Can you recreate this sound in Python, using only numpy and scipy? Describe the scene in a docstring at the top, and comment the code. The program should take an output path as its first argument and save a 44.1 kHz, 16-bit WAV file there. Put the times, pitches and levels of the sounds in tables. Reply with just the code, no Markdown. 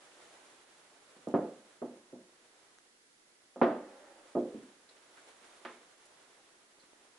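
"""Footsteps thump the carpeted wooden landing of an empty house, and its bare walls ring for half a second.
Each footfall is a burst of echoes dulled by sole and carpet, plus sine waves for the ringing floor.
A sole drags between two steps and clothes rustle: both are coloured noise with an uneven level.
A camera in the walker's hand ticks and squeaks: short noise bursts through a resonance.
Underneath lies faint, steady noise for room air and microphone hiss."""
import sys
import numpy as np
from scipy import signal
from scipy.fft import rfft, irfft
from scipy.io import wavfile
from scipy.ndimage import uniform_filter1d

SR = 44100
rng = np.random.default_rng(int(sys.argv[2]) if len(sys.argv) > 2 else 0)


def transcribe(signal):
    """Save signal, clipped to [-1, 1], as a 16-bit WAV file at the path in sys.argv[1]."""
    frames = np.atleast_2d(signal).T
    limited = np.clip(frames, -1, 1)
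    pcm = np.round(limited * 32767).astype(np.int16)
    wavfile.write(sys.argv[1], SR, pcm)


N = 316936
TIME = np.arange(N) / SR

# Blows of heels and soles on the floor; levels are relative to the gain in footsteps():
# (t/s, level/dB, hardness as treble corner f/Hz, bass corner of the spot f/Hz, floor ring level/dB)
STEPS = [ (1.164, -51.5, 570, 130, -8), (1.271, -27.5, 520, 160, -3), (1.339, -15, 640, 161, -7),
         (1.345, -41, 1660, 228.6, -1), (1.817, -27.5, 574, 193, -8), (2.126, -37.5, 444, 185, -8),
         (3.559, -36, 720, 187, 2.5), (3.614, -10.5, 850, 200, -3.5), (3.627, -29.5, 1660, 235, -4),
         (4.35, -23, 586, 196, -2), (4.365, -19, 468, 197, 0.5), (4.536, -33.5, 306, 202, -9),
         (5.649, -34, 1740, 230, -10.5), (5.696, -49, 800, 250, -16)]


def footsteps(gain_db=23):
    """All footfalls along the landing, each a blow of a foot on the floor."""
    track = np.zeros((2, N))
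    for start_s, level_db, heel_hz, bass_hz, ring_db in STEPS:
        blow = footfall(heel_hz, bass_hz, ring_db)
        add(track, start_s, undb(level_db + gain_db) * blow)
    return track


KNOCK_DB, STEP_RISE_S = -1.5, 0.00074  # level of the first knock; how gradually the foot loads the boards
USUAL_HEEL_HZ, CARPET_HZ = 610, 1490  # treble corner of an ordinary step, and where the pile cuts it off
CRUSH = 1.6  # a harder heel crushes the pile: octaves of cut-off per octave of hardness


def footfall(heel_hz, bass_hz, ring_db, tail_db=-2, sub_db=-33):
    """One blow: the boards knock, then floor and hallway ring."""
    t = np.arange(SR) / SR
    f = freqs(SR) + 1
    # the heel's give rounds the blow, and the carpet pile swallows what is left of the treble
    carpet_hz = CARPET_HZ * (heel_hz / USUAL_HEEL_HZ) ** CRUSH
    contact = roll_off(f / heel_hz, slope=2.81) * roll_off(f / carpet_hz, slope=2.7)
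    # the boards give off little sound below their bass corner
    radiation = undb(sub_db) + roll_off(bass_hz / f, slope=4.3)
    build = 1 - np.exp(-t / STEP_RISE_S)  # a rolling sole loads the floor gradually
    knock = undb(KNOCK_DB) * unit(even(first_knock(t)))
    tail = undb(tail_db) * unit(even(hall_tail(t)))
    echoes = even((knock + tail) * build)
    thud = unit(shape(echoes, contact * radiation * boards(f)))
    ring = unit(shape(floor_ring(t) * build, contact * radiation))
    return unit(thud + undb(ring_db) * ring)


def first_knock(t, knock_s=0.015, echoes_per_s=900, blur=0.071):
    """The blow and early echoes off the near walls: scattered clicks in a little noise, dying fast."""
    arrivals = rng.random(len(t)) < echoes_per_s / SR
    pulses = arrivals * np.sign(rng.standard_normal(len(t)))
    echoes = pulses + blur * stereo_noise(len(t), CLOTH_LIKENESS)
    return echoes * np.exp(-t / knock_s)


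# How long the bare hallway takes to die away by 60 dB: (f/Hz, decay time/s)
HALL_T60 = [(100, 0.4), (330, 0.54), (700, 0.41), (1800, 0.46), (5000, 0.53)]
# How alike footfalls, and the dragging sole, are at the two microphones: (f/Hz, coherence [1 = identical])
STEP_LIKENESS = [(130, 0.98), (260, 0.98), (550, 0.98), (1160, 0.58), (2430, 0.58), (5080, .2),
                 (10600, 0.096)]


def hall_tail(t):
    """Dense echoes between bare walls; each octave dies at its own rate."""
    noise = rfft(stereo_noise(len(t), STEP_LIKENESS))
    octave = np.log2(np.clip(freqs(len(t)) / 100, 1, 128))  # octaves above 100 Hz
    tail = 0
    for k in range(8):
        t60 = over_hz(HALL_T60, 100 * 2 ** k)
        overlap = np.maximum(1 - abs(octave - k), 0)  # neighbouring octaves fade into each other
        band = irfft(noise * overlap, len(t))
        tail = tail + band * die_away(t, t60)
    return unit(tail)


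# Resonances of floor and hallway, before small random changes:
# (f/Hz, relative level/dB, time to fall by 60 dB/s)
FLOOR_MODES = [(121, -22.5, 0.23), (152, -18, 0.28), (179, -10, 0.32), (205.2, -9.5, 0.58),
               (243.2, 3, 0.35), (298.8, -5.5, 0.53), (355, -0.5, 0.37), (380.7, -6, 0.14),
               (428, -12, 0.45), (491, -7.5, 0.59), (534, -2.5, 0.29), (602, -3, 0.4), (673.6, -1, 0.27),
               (695, -3.5, 0.17), (762, -12, .35), (862, -2, 0.25), (1033, -13.5, 0.25), (1040, -8.5, 0.42),
               (1154, -13.5, 0.37), (1228, -9, .3), (1243, -0.5, 0.35), (1480, -12, 0.3), (1720, -9, 0.33),
               (1670, -16.5, .28), (1840, -7.5, 0.21), (2200, -3.5, .27)]


def floor_ring(t, scatter_db=3, detune=0.0017):
    """The low resonances; each blow excites them a little differently."""
    hz, db, t60 = np.transpose(FLOOR_MODES)[:, :, None]
    size, pitch, turn = rng.standard_normal((3, len(hz), 1))
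    waves = np.sin(2 * np.pi * (hz * (1 + detune * pitch) * t + turn))
    levels = undb(db + scatter_db * size)
    return np.sum(levels * waves * die_away(t, t60), axis=0)


# Broad colour of the boards under the carpet: (f/Hz, relative level/dB)
BOARDS = [(40, 1), (90, -2.5), (125, 1.5), (160, -3.5), (240, -6), (275, -2), (370, 0), (720, -0.5),
          (930, 0), (1450, 3), (2200, 2.5), (3200, 5.5), (5000, 5), (11000, 2.5)]


def boards(f, width_hz=22, between_db=-7):
    """Gain of the floor: broad colour, with a hump at every resonance."""
    hz, db, _ = np.transpose(FLOOR_MODES)[:, :, None]
    humps = np.sum(undb(db) ** 2 / (1 + (2 * (f - hz) / width_hz) ** 2), axis=0)
    return undb(over_hz(BOARDS, f)) * np.sqrt(humps + undb(between_db) ** 2)


DRAG_START_S, DRAG_ATTACK_S, DRAG_HOLD_S = 3.677, 0.096, 0.44
DRAG_DB, DRAG_SAG_DB_PER_S = -54.5, 15.5
DRAG_LIFT_DB_PER_S = 85  # extra fall once the sole lifts, on top of the sag
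# Colour of the sole rubbing the carpet pile: (f/Hz, relative level/dB)
PILE = [(60, -25), (150, -31), (260, -6), (380, -2), (450, -10), (550, 5), (680, -7), (830, -3),
        (1000, -12), (1900, -13.5), (4000, -55)]


def dragging_sole():
    """One stroke over the pile: the sole bites, eases as the weight leaves it, and lifts."""
    since = TIME - DRAG_START_S
    bite = np.clip(since / DRAG_ATTACK_S, 0, 1)
    held_s = np.maximum(since - DRAG_ATTACK_S, 0)
    lifted_s = np.maximum(held_s - DRAG_HOLD_S, 0)
    db = DRAG_DB - DRAG_SAG_DB_PER_S * held_s - DRAG_LIFT_DB_PER_S * lifted_s
    return bite * undb(db) * rubbing(PILE, STEP_LIKENESS, grip_db=0.5, grain_db=1.0)


# Rustle of clothes moving with the walker: (t/s, level/dB)
MOTION = [(0.0, -60.5), (0.32, -58.5), (0.9, -64), (1.25, -62.5), (1.7, -63.5), (2.1, -67.5),
          (2.699, -66.5), (3.0, -74.5), (3.5, -72), (3.65, -64.5), (4.6, -61.0), (4.78, -66.5), (5.17, -61),
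          (5.55, -59.0), (5.85, -62.5), (6.25, -63), (6.6, -67), (7.19, -65)]
# Colour of the rustle: (f/Hz, relative level/dB)
CLOTH = [(40, -25), (110, -19.5), (190, -16), (300, -3.5), (550, -1.5), (1000, -3.5), (1600, -5),
         (2500, -9.5), (3600, -10), (5000, -15.5), (7000, -14), (11000, -17.5)]
# How alike it is at the two microphones, also for knocks and handling: (f/Hz, coherence [1 = identical])
CLOTH_LIKENESS = [(260, .92), (550, 0.67), (1160, 0.42), (2430, 0.21), (5080, 0.24), (10600, 0.017)]


def clothes():
    """Clothes rustle as much as the walker moves."""
    s, db = np.transpose(MOTION)
    motion = undb(np.interp(TIME, s, db))
    return motion * rubbing(CLOTH, CLOTH_LIKENESS, grip_db=1.5, grain_db=0.3)


def rubbing(spectrum, likeness, grip_db, grain_db):
    """Fabric friction: the fibres catch and let go in patches, with a finer grain on top."""
    unevenness_db = grip_db * walk(35) + grain_db * walk(430)
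    return coloured(spectrum, likeness) * undb(unevenness_db)


TICK_WIDTH, SQUEAK_WIDTH = 0.68, 0.1  # bandwidth as a share of the centre frequency
# Dry handling ticks; levels are relative to the gain in handling():
# (t/s, level/dB, centre f/Hz, decay of the noise burst/s)
TICKS = [(1.285, -56, 7000, .003), (2.786, -54.5, 2000, 0.0007), (6.054, -54, 8500, .015),
         (6.784, -59, 450, 0.0029), (6.837, -56, 430, 0.0053), (6.932, -52.5, 513, 0.0014)]
# Faint squeaks of the grip, same columns: (t/s, level/dB, centre f/Hz, decay of the noise burst/s)
SQUEAKS = [(.115, -56, 2780, 0.011), (4.89, -52, 4100, 0.016), (5.173, -48, 1520, 0.021),
           (6.797, -55.5, 4200, .038)]


def handling(touches, width, gain_db=19):
    """Fingers on the camera: a wide resonance ticks, a narrow one squeaks."""
    track = np.zeros((2, N))
    t = np.arange(SR) / SR
    f = freqs(SR) + 1
    for start_s, level_db, hz, decay_s in touches:
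        casing = 1 / np.sqrt(1 + ((f - hz ** 2 / f) / (width * hz)) ** 2)  # one damped resonance
        burst = stereo_noise(SR, CLOTH_LIKENESS) * np.exp(-t / decay_s)
        add(track, start_s, undb(level_db + gain_db) * unit(shape(burst, casing)))
    return track


AIR_DB = -65
# Colour of the room air and hiss: (f/Hz, relative level/dB)
AIR = [(25, -11.5), (60, -17.5), (120, -11.5), (200, -5), (260, -2), (350, 0.5), (500, -2), (680, -8.5),
       (1000, -7.5), (2000, -2.5), (2400, -7.5), (5000, -6.5), (11000, -9.5)]
# How alike it is at the two microphones: (f/Hz, coherence [1 = identical, below 0 = opposed])
AIR_LIKENESS = [(60, .85), (260, 0.68), (550, .3), (1160, -0.33), (10600, -0.013)]


def room_air():
    """Low murmur of the house and microphone hiss, together as one steady noise."""
    return coloured(AIR, AIR_LIKENESS) * undb(AIR_DB)


def undb(db):
    """Decibels to gain."""
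    return 10 ** (np.asarray(db) / 20)


def over_hz(points, f):
    """Read (f/Hz, value) points on a log-frequency axis."""
    hz, value = np.transpose(points)
    return np.interp(np.log(f + 1), np.log(hz), value)


def freqs(size):
    """Frequencies of the spectrum of a sound of this length."""
    return np.fft.rfftfreq(size, 1 / SR)


def unit(x):
    """Scale to an average energy of 1 per channel."""
    return x / np.sqrt(np.mean(np.sum(x ** 2, axis=-1)))


def die_away(t, t60):
    """Smooth fade that falls by 60 dB in t60 seconds."""
    return np.exp(-np.log(1000) * t / t60)


def roll_off(ratio, slope):
    """Gain near 1 below a ratio of 1, then falling 6 dB an octave per unit of slope."""
    return 1 / np.sqrt(1 + ratio ** (2 * slope))


def shape(x, gain):
    """Causal (minimum-phase) filter with the given gain at each frequency."""
    size = x.shape[-1]
    cepstrum = irfft(np.log(gain + 1e-9), size)
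    # folding the second half onto the first makes the filter act only after its input
    cepstrum[1:size // 2] *= 2
    cepstrum[size // 2 + 1:] = 0
    return irfft(rfft(x) * np.exp(rfft(cepstrum)), size)


def even(x, span_hz=220):
    """Level out the broad humps of a burst of echoes and keep its fine grain."""
    power = np.mean(abs(rfft(x)) ** 2, axis=0)
    smooth_power = uniform_filter1d(power, int(span_hz * x.shape[-1] / SR))
    return shape(x, smooth_power ** -.5)


def stereo_noise(size, likeness):
    """White noise at two microphones, as alike at each frequency as the table says."""
    c = np.clip(over_hz(likeness, freqs(size)), -.999, .999)
    shares = np.sqrt([(1 + c) / 2, (1 - c) / 2])
    mid, side = rfft(rng.standard_normal((2, size))) * shares
    return irfft(np.array([mid + side, mid - side]), size)


def coloured(spectrum, likeness):
    """Steady stereo noise of rms 1 with the given spectrum."""
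    gain = undb(over_hz(spectrum, freqs(N)))
    return unit(shape(stereo_noise(N, likeness), gain)) * np.sqrt(N)


def walk(rate):
    """Random levels joined by straight lines, rate of them a second."""
    return np.interp(TIME * rate, np.arange(4096), rng.standard_normal(4096))


def add(track, s, sound):
    """Mix a sound into the track at time s."""
    start = max(int(s * SR), 0)
    part = sound[..., :N - start]
    track[:, start:start + part.shape[-1]] += part


def scene():
    """Steps, friction and handling over the quiet house."""
    fingers = handling(TICKS, TICK_WIDTH) + handling(SQUEAKS, SQUEAK_WIDTH)
    return footsteps() + dragging_sole() + clothes() + fingers + room_air()


TOP_HZ = 11100
# Balance of the two microphones: (f/Hz, left minus right level/dB)
BALANCE = [(60, 0), (200, -0.8), (550, -1.6), (1100, -2), (2200, -2.5), (6000, -2), (10600, -3)]


def record(dry):
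    """The right microphone is a little brighter; the top is cut steeply."""
    half_db = over_hz(BALANCE, freqs(N)) / 2
    tilt = undb(np.array([[1], [-1]]) * half_db)
    sound = irfft(rfft(dry) * tilt, N)
    top_cut = signal.ellip(12, .1, 70, TOP_HZ, fs=SR, output="sos")  # ripple 0.1 dB, stop band -70 dB
    return signal.sosfilt(top_cut, sound)


dry = scene()
out = record(dry)
transcribe(out)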